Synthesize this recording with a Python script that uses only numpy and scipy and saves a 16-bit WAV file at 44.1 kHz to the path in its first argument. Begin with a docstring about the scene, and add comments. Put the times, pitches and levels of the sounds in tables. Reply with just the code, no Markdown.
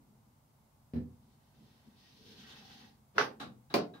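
"""A small tiled bathroom, with faint ventilation noise underneath. A long metal pole nudges a mirrored
cabinet door, which thuds, and pushes it along its track: tiny friction slips hiss, scrape and set the
track ringing over a low rumble. The door knocks against its stop and rebounds, its glass buzzing.
The pole swings away, rattling at its loose joint, and knocks on a wooden cupboard. Each knock is
layered from a direct crack, the ring of the struck object and a short room tail."""
import sys
import numpy as np
from scipy import signal
from scipy.fft import rfft, irfft, next_fast_len
from scipy.io import wavfile
from scipy.ndimage import uniform_filter1d, map_coordinates

SR = 44100
rng = np.random.default_rng(int(sys.argv[2]) if len(sys.argv) > 2 else 0)


def wav_record(signal):
    """Record a signal, one row per channel, as 16-bit PCM in the file named by sys.argv[1]."""
    frames = np.transpose(np.atleast_2d(signal))
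    bounded = np.clip(frames, -1, 1)
    # unit amplitude maps onto the largest positive 16-bit level
    quanta = np.round(bounded * 32767).astype(np.int16)
    wavfile.write(sys.argv[1], SR, quanta)


N = 176400

# Tiled room's decay (frequency [Hz], t60 [s])
ROOM_T60 = [(80, 0.36), (260, 0.41), (700, 0.29), (1840, 0.21), (4850, 0.2), (12800, 0.099)]
# Stereo image of the room (frequency [Hz], left-right correlation [0-1])
ROOM_CORRELATION = [(60, 0.87), (200, 0.94), (380, 0.72), (700, 0.24), (1300, 0), (15000, 0)]

# Envelopes of the noise layers (time [s], level [dB])
RUMBLE_ENVELOPE = [(0, -65), (.2, -68.5), (.35, -74), (.9, -75), (1.25, -66), (1.5, -72.5), (1.62, -60),
                   (1.82, -72), (1.88, -60.5), (2.0, -69), (2.18, -67), (2.27, -61.5), (2.37, -58.5),
                   (2.5, -62), (2.85, -61), (3.1, -77), (3.5, -53.5), (3.68, -76)]
SCRAPE_ENVELOPE = [(1.12, -90), (1.34, -81.5), (1.352, -87), (1.724, -74.5), (1.924, -79), (2.01, -71),
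                   (2.244, -66.5), (2.276, -62.5), (2.33, -64), (2.518, -60.5), (2.556, -63), (2.86, -63),
                   (3.042, -99), (3.06, -94)]
TRACK_ENVELOPE = [(1.3, -89.5), (1.8, -81.5), (2.22, -83.5), (2.3, -76), (2.5, -67), (2.65, -71),
                  (2.84, -67.5), (2.9, -77), (3.0, -95)]
ROLL_ENVELOPE = [(2.12, -82), (2.23, -65.5), (2.32, -64.5), (2.42, -77), (2.6, -73)]
RUB_ENVELOPE = [(2.3, -88), (2.55, -75), (2.66, -66.5), (2.84, -67.5), (2.95, -75.5)]
SCUFF_ENVELOPE = [(3.135, -78), (3.153, -60), (3.165, -47), (3.18, -44), (3.2, -60)]
BUZZ_ENVELOPE = [(3.182, -68), (3.21, -59.5), (3.25, -62.5), (3.31, -81)]

# EQ curves of the noise layers (frequency [Hz], relative level [dB])
VENT_EQ = [(15, -38), (25, -27), (49, -7), (91, -6.5), (144, 1), (169, -14), (221, -10.5), (260, -16.5),
           (349, -22.5), (457, -25), (495, -21), (804, -16), (871, -15), (1850, -31.5), (2120, -28),
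           (2360, -32.5), (15500, -33)]
RUMBLE_EQ = [(30, -28), (70, -9.5), (130, -7.5), (175, -6), (215, 4), (260, -4), (330, -12.5), (430, -12.5),
             (600, -26.5), (1500, -59.5)]
HISS_EQ = [(600, -36.5), (1900, -12), (2600, -7), (3500, -1.5), (4300, -1.5), (5600, -5.5), (6400, -11),
           (7200, -31), (11000, -22), (15500, -23)]
SCRAPE_EQ = [(600, -42), (1500, -4), (2300, -14), (2700, -4.5), (3100, 1.5), (3800, 0.5), (4600, -23),
             (5600, -11), (6400, -10), (7200, -18), (15500, -30)]
TRACK_EQ = [(300, -18.5), (450, -2.5), (620, -12), (800, -2), (1100, -4.5), (1300, -7.5), (1600, -9),
            (2000, -6.5), (2300, -8.5), (2800, -13.5), (4000, -37.5)]
ROLL_EQ = [(150, -10), (280, -4.5), (450, -0.5), (560, -13.5), (700, -22), (1500, -33.5)]
SCUFF_EQ = [(50, -25), (150, 1.5), (260, -1.5), (450, -2.5), (800, -11.5), (1500, -13), (2500, -20),
            (5500, -24.5), (7000, -41), (15000, -39)]
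BUZZ_EQ = [(3000, -26.5), (7000, -10), (9500, 1), (15500, -2)]
# EQ curves of the hits (frequency [Hz], relative level [dB])
NUDGE_EQ = [(30, -32), (55, -27), (80, -5), (110, 1), (150, -4), (250, -2), (310, -12.5), (450, -12),
            (620, -21), (1200, -34.5), (1800, -33.5), (3000, -40), (5000, -43), (7000, -62), (15000, -54)]
STOP_EQ = [(24, -84.5), (40, -64), (132, -6), (170, -16.5), (280, -2.5), (325, -9.5), (417, -1), (621, -4),
           (881, -3), (973, -10), (1100, -2.5), (1600, -2), (1820, -9), (4800, -15.5), (6160, -15.5),
           (6810, -39.5), (15500, -45)]
RATTLE_EQ = [(35, -56), (60, -30), (135, 1), (179, -11), (285, 1), (351, -10.5), (385, -10.5), (599, -15.5),
             (792, -9.5), (976, -22.5), (1120, -13), (2150, -29.5), (3840, -31), (7030, -50.5),
             (15500, -65.5)]
CUPBOARD_EQ = [(24, -69), (40, -56), (108, -11.5), (139, -12.5), (229, -2.5), (350, -4), (427, 0.5),
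               (535, -9.5), (722, -2), (859, -14), (1050, -10.5), (1680, -19), (2570, -19.5), (3390, -23.5),
               (4570, -18.5), (7340, -38), (15500, -36.5)]

# Resonances driven by friction (frequency [Hz], bandwidth [Hz], relative level [dB])
TRACK_PEAKS = [(1560, 50, 1), (1896, 40, 1.5), (2637, 14, 2), (3045, 26, 0.5), (3680, 32, -3.5)]
RUB_PEAKS = [(783, 40, 0), (865, 30, -5)]
# Ringing modes of the struck objects (frequency [Hz], relative level [dB], t60 [s])
PANEL_MODES = [(80, -6, 0.48), (148.5, -3.5, 0.36), (214.5, -9.5, 0.41), (241.6, 2.5, .33),
               (301, -19.5, 0.48), (377.7, -12, 0.32), (460, -27, 0.3), (497, -20.5, 0.46),
               (1746, -30.5, 0.26), (2750, -36, .12), (4080, -36, .15)]
STOP_MODES = [(404, 1.5, .17), (417, 7, 0.083), (432.5, -2.5, 0.13), (663, -4, 0.23), (845, -1, .2),
              (895, -3, 0.31), (1046, -5, 0.19), (1122, 7, 0.17), (1262, 1, 0.19), (1270, -6.5, 0.13),
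              (1536, 1, .16), (1605, -13.5, .15), (1716, 1, .15), (1806, -2, 0.24), (2003, 2.5, .15),
              (2670, -5, 0.19), (4650, -6.5, 0.21)]
POLE_MODES = [(123.2, 1, 1), (151.6, 1.5, 0.49), (246, -4, 0.49), (492.7, -1, 0.61), (842, 4, 0.16),
              (1050, -6, 0.11), (1620, 4.5, 0.22), (3500, -6, .12)]
TUBE_MODES = [(3795, -1, 0.22), (3900, -2, 0.22), (3980, -8, .14)]
CUPBOARD_MODES = [(166.6, -7, 0.35), (234.2, -6.5, 0.37), (321.7, 0, 0.15), (374.6, 7, .12),
                  (404.7, 6.5, 0.14), (570, -0.5, 0.29), (713, -1.5, 0.32), (779, -5, 0.16), (1024, -7, .2),
                  (1054, -4, 0.21), (1448, -11, 0.23), (2400, -3, 0.095), (4550, -4, 0.099)]

# Panning of the hits (frequency [Hz], left minus right [dB])
CENTRE_PAN = [(100, -.5), (10000, .5)]
STOP_PAN = [(100, 2.5), (200, -3.5), (380, -1), (700, -4), (1300, -2.5), (2400, -0.5), (4400, 0.5),
            (8000, 3), (15000, 3)]
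CUPBOARD_PAN = [(100, -1), (200, 0.5), (380, -2.5), (700, 1.5), (1300, -0.5), (4400, 2), (8000, 5.5),
                (15000, -0.5)]

# The door hits its stop and rebounds (time [s], knock level [dB], clack level [dB])
STOP_HITS = [(3.1816, -30, -12), (3.2116, -44, -20)]
# The pole's joint rattles (time [s], level [dB], tilt towards the bass [dB/octave])
RATTLES = [(3.399, -41, -4.5), (3.7, -50, -3.5), (3.937, -53, -2.5)]

HIT_GAIN = np.sqrt(SR / 20)  # brings energy 1 to that of 50 ms at rms 1


def amp(db):
    return 10 ** (np.asarray(db) / 20)


def unit_rms(x):
    return x / np.sqrt(np.mean(x ** 2) + 1e-20)


def curve_at(points, hz):
    """Read a curve on a log frequency axis."""
    knots_hz, values = np.transpose(points)
    return np.interp(np.log(hz + 1), np.log(knots_hz + 1), values)


def fader(envelope):
    """Gain per sample, silent outside the envelope."""
    return amp(np.interp(np.arange(N) / SR, *np.transpose(envelope), left=-120, right=-120))


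def wobble(rate):
    """Smooth random modulation, rate knots a second."""
    return map_coordinates(rng.standard_normal(int(N * rate / SR) + 4), [np.arange(N) * rate / SR])


def filtered(x, response):
    """Shape x with a frequency response."""
    n = x.shape[-1]
    padded = next_fast_len(n + SR // 2)
    return irfft(rfft(x, padded) * response(np.fft.rfftfreq(padded, 1 / SR)), padded)[..., :n]


def width_angle(hz):
    """The room's stereo width as a mid-side angle in radians."""
    return np.arccos(np.clip(curve_at(ROOM_CORRELATION, hz), -1, 1)) / 2


def diffuse(pair):
    """Two unrelated signals become a room field: narrow in the lows, wide in the highs."""
    mid, side = filtered(pair, lambda hz: np.array([np.cos(width_angle(hz)), np.sin(width_angle(hz))]))
    return np.array([mid + side, mid - side])


def noise_bed(eq):
    """Coloured stereo noise, rms 1."""
    return unit_rms(diffuse(filtered(rng.standard_normal((2, N)), lambda hz: amp(curve_at(eq, hz)))))


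def contact_pulse(eq, tilt_db, size=4096):
    """A minimum-phase transient with the given EQ, energy 1."""
    hz = np.fft.rfftfreq(size, 1 / SR)
    cepstrum = irfft(np.log(amp(curve_at(eq, hz) - tilt_db * np.log2(hz / 1000 + .1))))
    cepstrum[1:size // 2] *= 2
    cepstrum[size // 2 + 1:] = 0
    pulse = irfft(np.exp(rfft(cepstrum)))
    return pulse / np.linalg.norm(pulse)


def room_tail(build_s=.0063, smooth_hz=45):
    """A fresh reverb tail off the tiles, even in colour, energy about 1 a channel."""
    hz, t, bands = signal.stft(rng.standard_normal((2, SR * 3 // 4)), SR, nperseg=256)
    decay = amp(-60 * t / curve_at(ROOM_T60, hz)[:, None])
    tail = signal.istft(bands * decay, SR, nperseg=256)[1]
    tail *= 1 - np.exp(-np.arange(tail.shape[1]) / SR / build_s)
    spectrum = rfft(tail, SR)
    colour = np.sqrt(np.abs(uniform_filter1d(np.abs(spectrum) ** 2, smooth_hz)) + 1e-12)
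    return diffuse(irfft(spectrum / colour)[:, :SR * 2 // 3])


def ring(modes, samples, attack_s=.0013):
    """Decaying modes, spread in stereo by the room, energy about 1 a channel."""
    t = np.arange(samples) / SR
    hz, db, t60 = np.transpose(modes)[:, :, None]
    phase, lean, jitter_db = rng.standard_normal((len(modes), 3)).T[:, :, None]
    spread = np.sign(lean) * width_angle(hz)
    fade = amp(db + jitter_db - 60 * t / t60) * (1 - np.exp(-t / attack_s))
    angle = 2 * np.pi * (hz * t + phase)
    tone = np.array([(fade * np.sin(angle + side * spread)).sum(0) for side in (1, -1)])
    return tone * np.sqrt(2) / np.linalg.norm(tone)


def crack(pulse, t60_s=.025, size=1024):
    """The direct sound of a contact: its pulse roughened by a short noise burst."""
    burst = rng.standard_normal((2, size)) * amp(-60 * np.arange(size) / SR / t60_s)
    burst /= np.linalg.norm(burst, axis=1, keepdims=True)
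    return signal.fftconvolve(pulse[None], burst, axes=1)


def knock(eq, modes, pan, ring_db, crack_db, low_cut_hz, tilt_db=0):
    """One hit in three layers: room tail, the object's ring and a high-passed crack."""
    pulse = contact_pulse(eq, tilt_db)
    hit = signal.fftconvolve(pulse[None], room_tail(), axes=1)
    hit += amp(ring_db) * ring(modes, hit.shape[1])
    direct = signal.sosfilt(signal.butter(2, low_cut_hz, "high", fs=SR, output="sos"), crack(pulse))
    hit[:, :direct.shape[1]] += amp(crack_db) * direct
    return HIT_GAIN * filtered(hit, lambda hz: amp(curve_at(pan, hz) * np.array([[.5], [-.5]])))


def friction(eq, grain_db=6.5, grains_per_s=260, dry_db=-13):
    """Tiny uneven slips at one spot, heard through the room, rms 1."""
    slips = rng.standard_normal(N) * amp(grain_db * np.tanh(wobble(grains_per_s)))
    wet = signal.fftconvolve(slips[None], room_tail(), axes=1)[:, :N]
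    return unit_rms(filtered(wet + amp(dry_db) * slips, lambda hz: amp(curve_at(eq, hz))))


def resonant_noise(peaks):
    """Friction noise through narrow resonances of alternating polarity, rms 1."""
    def response(hz):
        return sum((-1) ** k * amp(db) * 1j * hz * width / (centre ** 2 - hz ** 2 + 1j * hz * width)
                   for k, (centre, width, db) in enumerate(peaks))
    return unit_rms(diffuse(filtered(rng.standard_normal((2, N)), response)))


def cue(time_s, sound):
    """A full-length stereo track with the sound placed at time_s."""
    out = np.zeros((2, N))
    start = round(time_s * SR)
    out[:, start:start + sound.shape[1]] = sound[:, :N - start]
    return out


def ventilation():
    """A faint, steady bed of moving air."""
    return amp(-67) * noise_bed(VENT_EQ)


def handling_rumble():
    """Low end from the loose door and the pole being handled."""
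    return amp(-1) * fader(RUMBLE_ENVELOPE) * noise_bed(RUMBLE_EQ)


def mirror_nudge(time_s=.9355, thud_delay_s=.021):
    """The pole's tip lands on the mirror; the panel thuds back against its track and booms."""
    touch = knock(NUDGE_EQ, PANEL_MODES, CENTRE_PAN, ring_db=2.5, crack_db=-6.5, low_cut_hz=200)
    thud = knock(NUDGE_EQ, PANEL_MODES, CENTRE_PAN, ring_db=9.5, crack_db=-20, low_cut_hz=100)
    return cue(time_s, amp(-43) * touch) + cue(time_s + thud_delay_s, amp(-44.5) * thud)


def door_scrape(full_effort_db=-62.5, scrape_exponent=2.33):
    """A light push hisses thinly; the deeper scrape swells faster with effort."""
    effort = fader(SCRAPE_ENVELOPE) * amp(.81 * wobble(30.11) - full_effort_db)
    hiss = amp(1.5) * effort * friction(HISS_EQ)
    scrape = amp(-2.5 + 1.5 * wobble(16)) * effort ** scrape_exponent * friction(SCRAPE_EQ)
    return amp(full_effort_db) * (hiss + scrape)


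def track_ring():
    """Friction excites the track: a broad midrange body and narrow peaks, fluttering together."""
    flutter = amp(1.6 * wobble(18))
    body = amp(2.5) * friction(TRACK_EQ)
    peaks = amp(2) * resonant_noise(TRACK_PEAKS)
    return fader(TRACK_ENVELOPE) * flutter * (body + peaks)


def runner_roll():
    """The runners rumble over a rough stretch of track."""
    return fader(ROLL_ENVELOPE) * noise_bed(ROLL_EQ)


def door_rub():
    """Near the end of its travel the door rubs up a low tone."""
    return fader(RUB_ENVELOPE) * resonant_noise(RUB_PEAKS)


def door_stop():
    """The door's edge scuffs, then it knocks hard at the end of the track and rebounds."""
    out = fader(SCUFF_ENVELOPE) * noise_bed(SCUFF_EQ)
    for time_s, knock_db, clack_db in STOP_HITS:
        hit = knock(STOP_EQ, STOP_MODES, STOP_PAN, ring_db=-.5, crack_db=-6, low_cut_hz=300)
        out += cue(time_s, amp(knock_db) * hit)
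        out += cue(time_s, amp(clack_db) * frame_clack())
    return out


def frame_clack(hz=1420, t60_s=.009, rise_s=.0006, pan_db=-3.5, left_lag_s=.0001):
    """The frame's heavily damped first swing, reaching the right ear first."""
    t = np.maximum(np.arange(SR // 20) / SR - [[left_lag_s], [0]], 0)
    attack = 1 - np.exp(-(t / rise_s) ** 2)
    swing = np.sin(2 * np.pi * hz * t) * attack * amp(-60 * t / t60_s)
    return swing / np.abs(swing).max() * amp([[pan_db / 2], [-pan_db / 2]])


def glass_buzz():
    """A brief top-end sizzle as the glass shakes in its frame after the stop."""
    return fader(BUZZ_ENVELOPE) * noise_bed(BUZZ_EQ)


def pole_rattle(gap_s=.011, loss_db=5):
    """Each swing pings the tube and makes the loose joint chatter in three fading contacts."""
    out = np.zeros((2, N))
    for time_s, db, tilt_db in RATTLES:
        out += cue(time_s, amp(db - 12) * HIT_GAIN * ring(TUBE_MODES, SR // 2))
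        for k in range(3):
            contact = knock(RATTLE_EQ, POLE_MODES, CENTRE_PAN,
                            ring_db=-5, crack_db=-16, low_cut_hz=1490, tilt_db=tilt_db)
            out += cue(time_s + k * gap_s, amp(db - 4.5 - k * loss_db) * contact)
    return out


def cupboard_knock(time_s=3.7408):
    """The pole strikes the tall wooden cupboard: a bright crack and a hollow boom."""
    hit = knock(CUPBOARD_EQ, CUPBOARD_MODES, CUPBOARD_PAN, ring_db=-1.5, crack_db=-2, low_cut_hz=895)
    return cue(time_s, amp(-28.5) * hit)


def scene():
    """The mix: background beds, the door's travel, then the pole swinging away."""
    beds = ventilation() + handling_rumble()
    push = mirror_nudge() + door_scrape() + track_ring() + runner_roll() + door_rub()
    return beds + push + door_stop() + glass_buzz() + pole_rattle() + cupboard_knock()


def record(dry):
    """A brick-wall high cut on the mix."""
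    return filtered(dry, lambda hz: hz < 15750)


dry = scene()
out = record(dry)
wav_record(out)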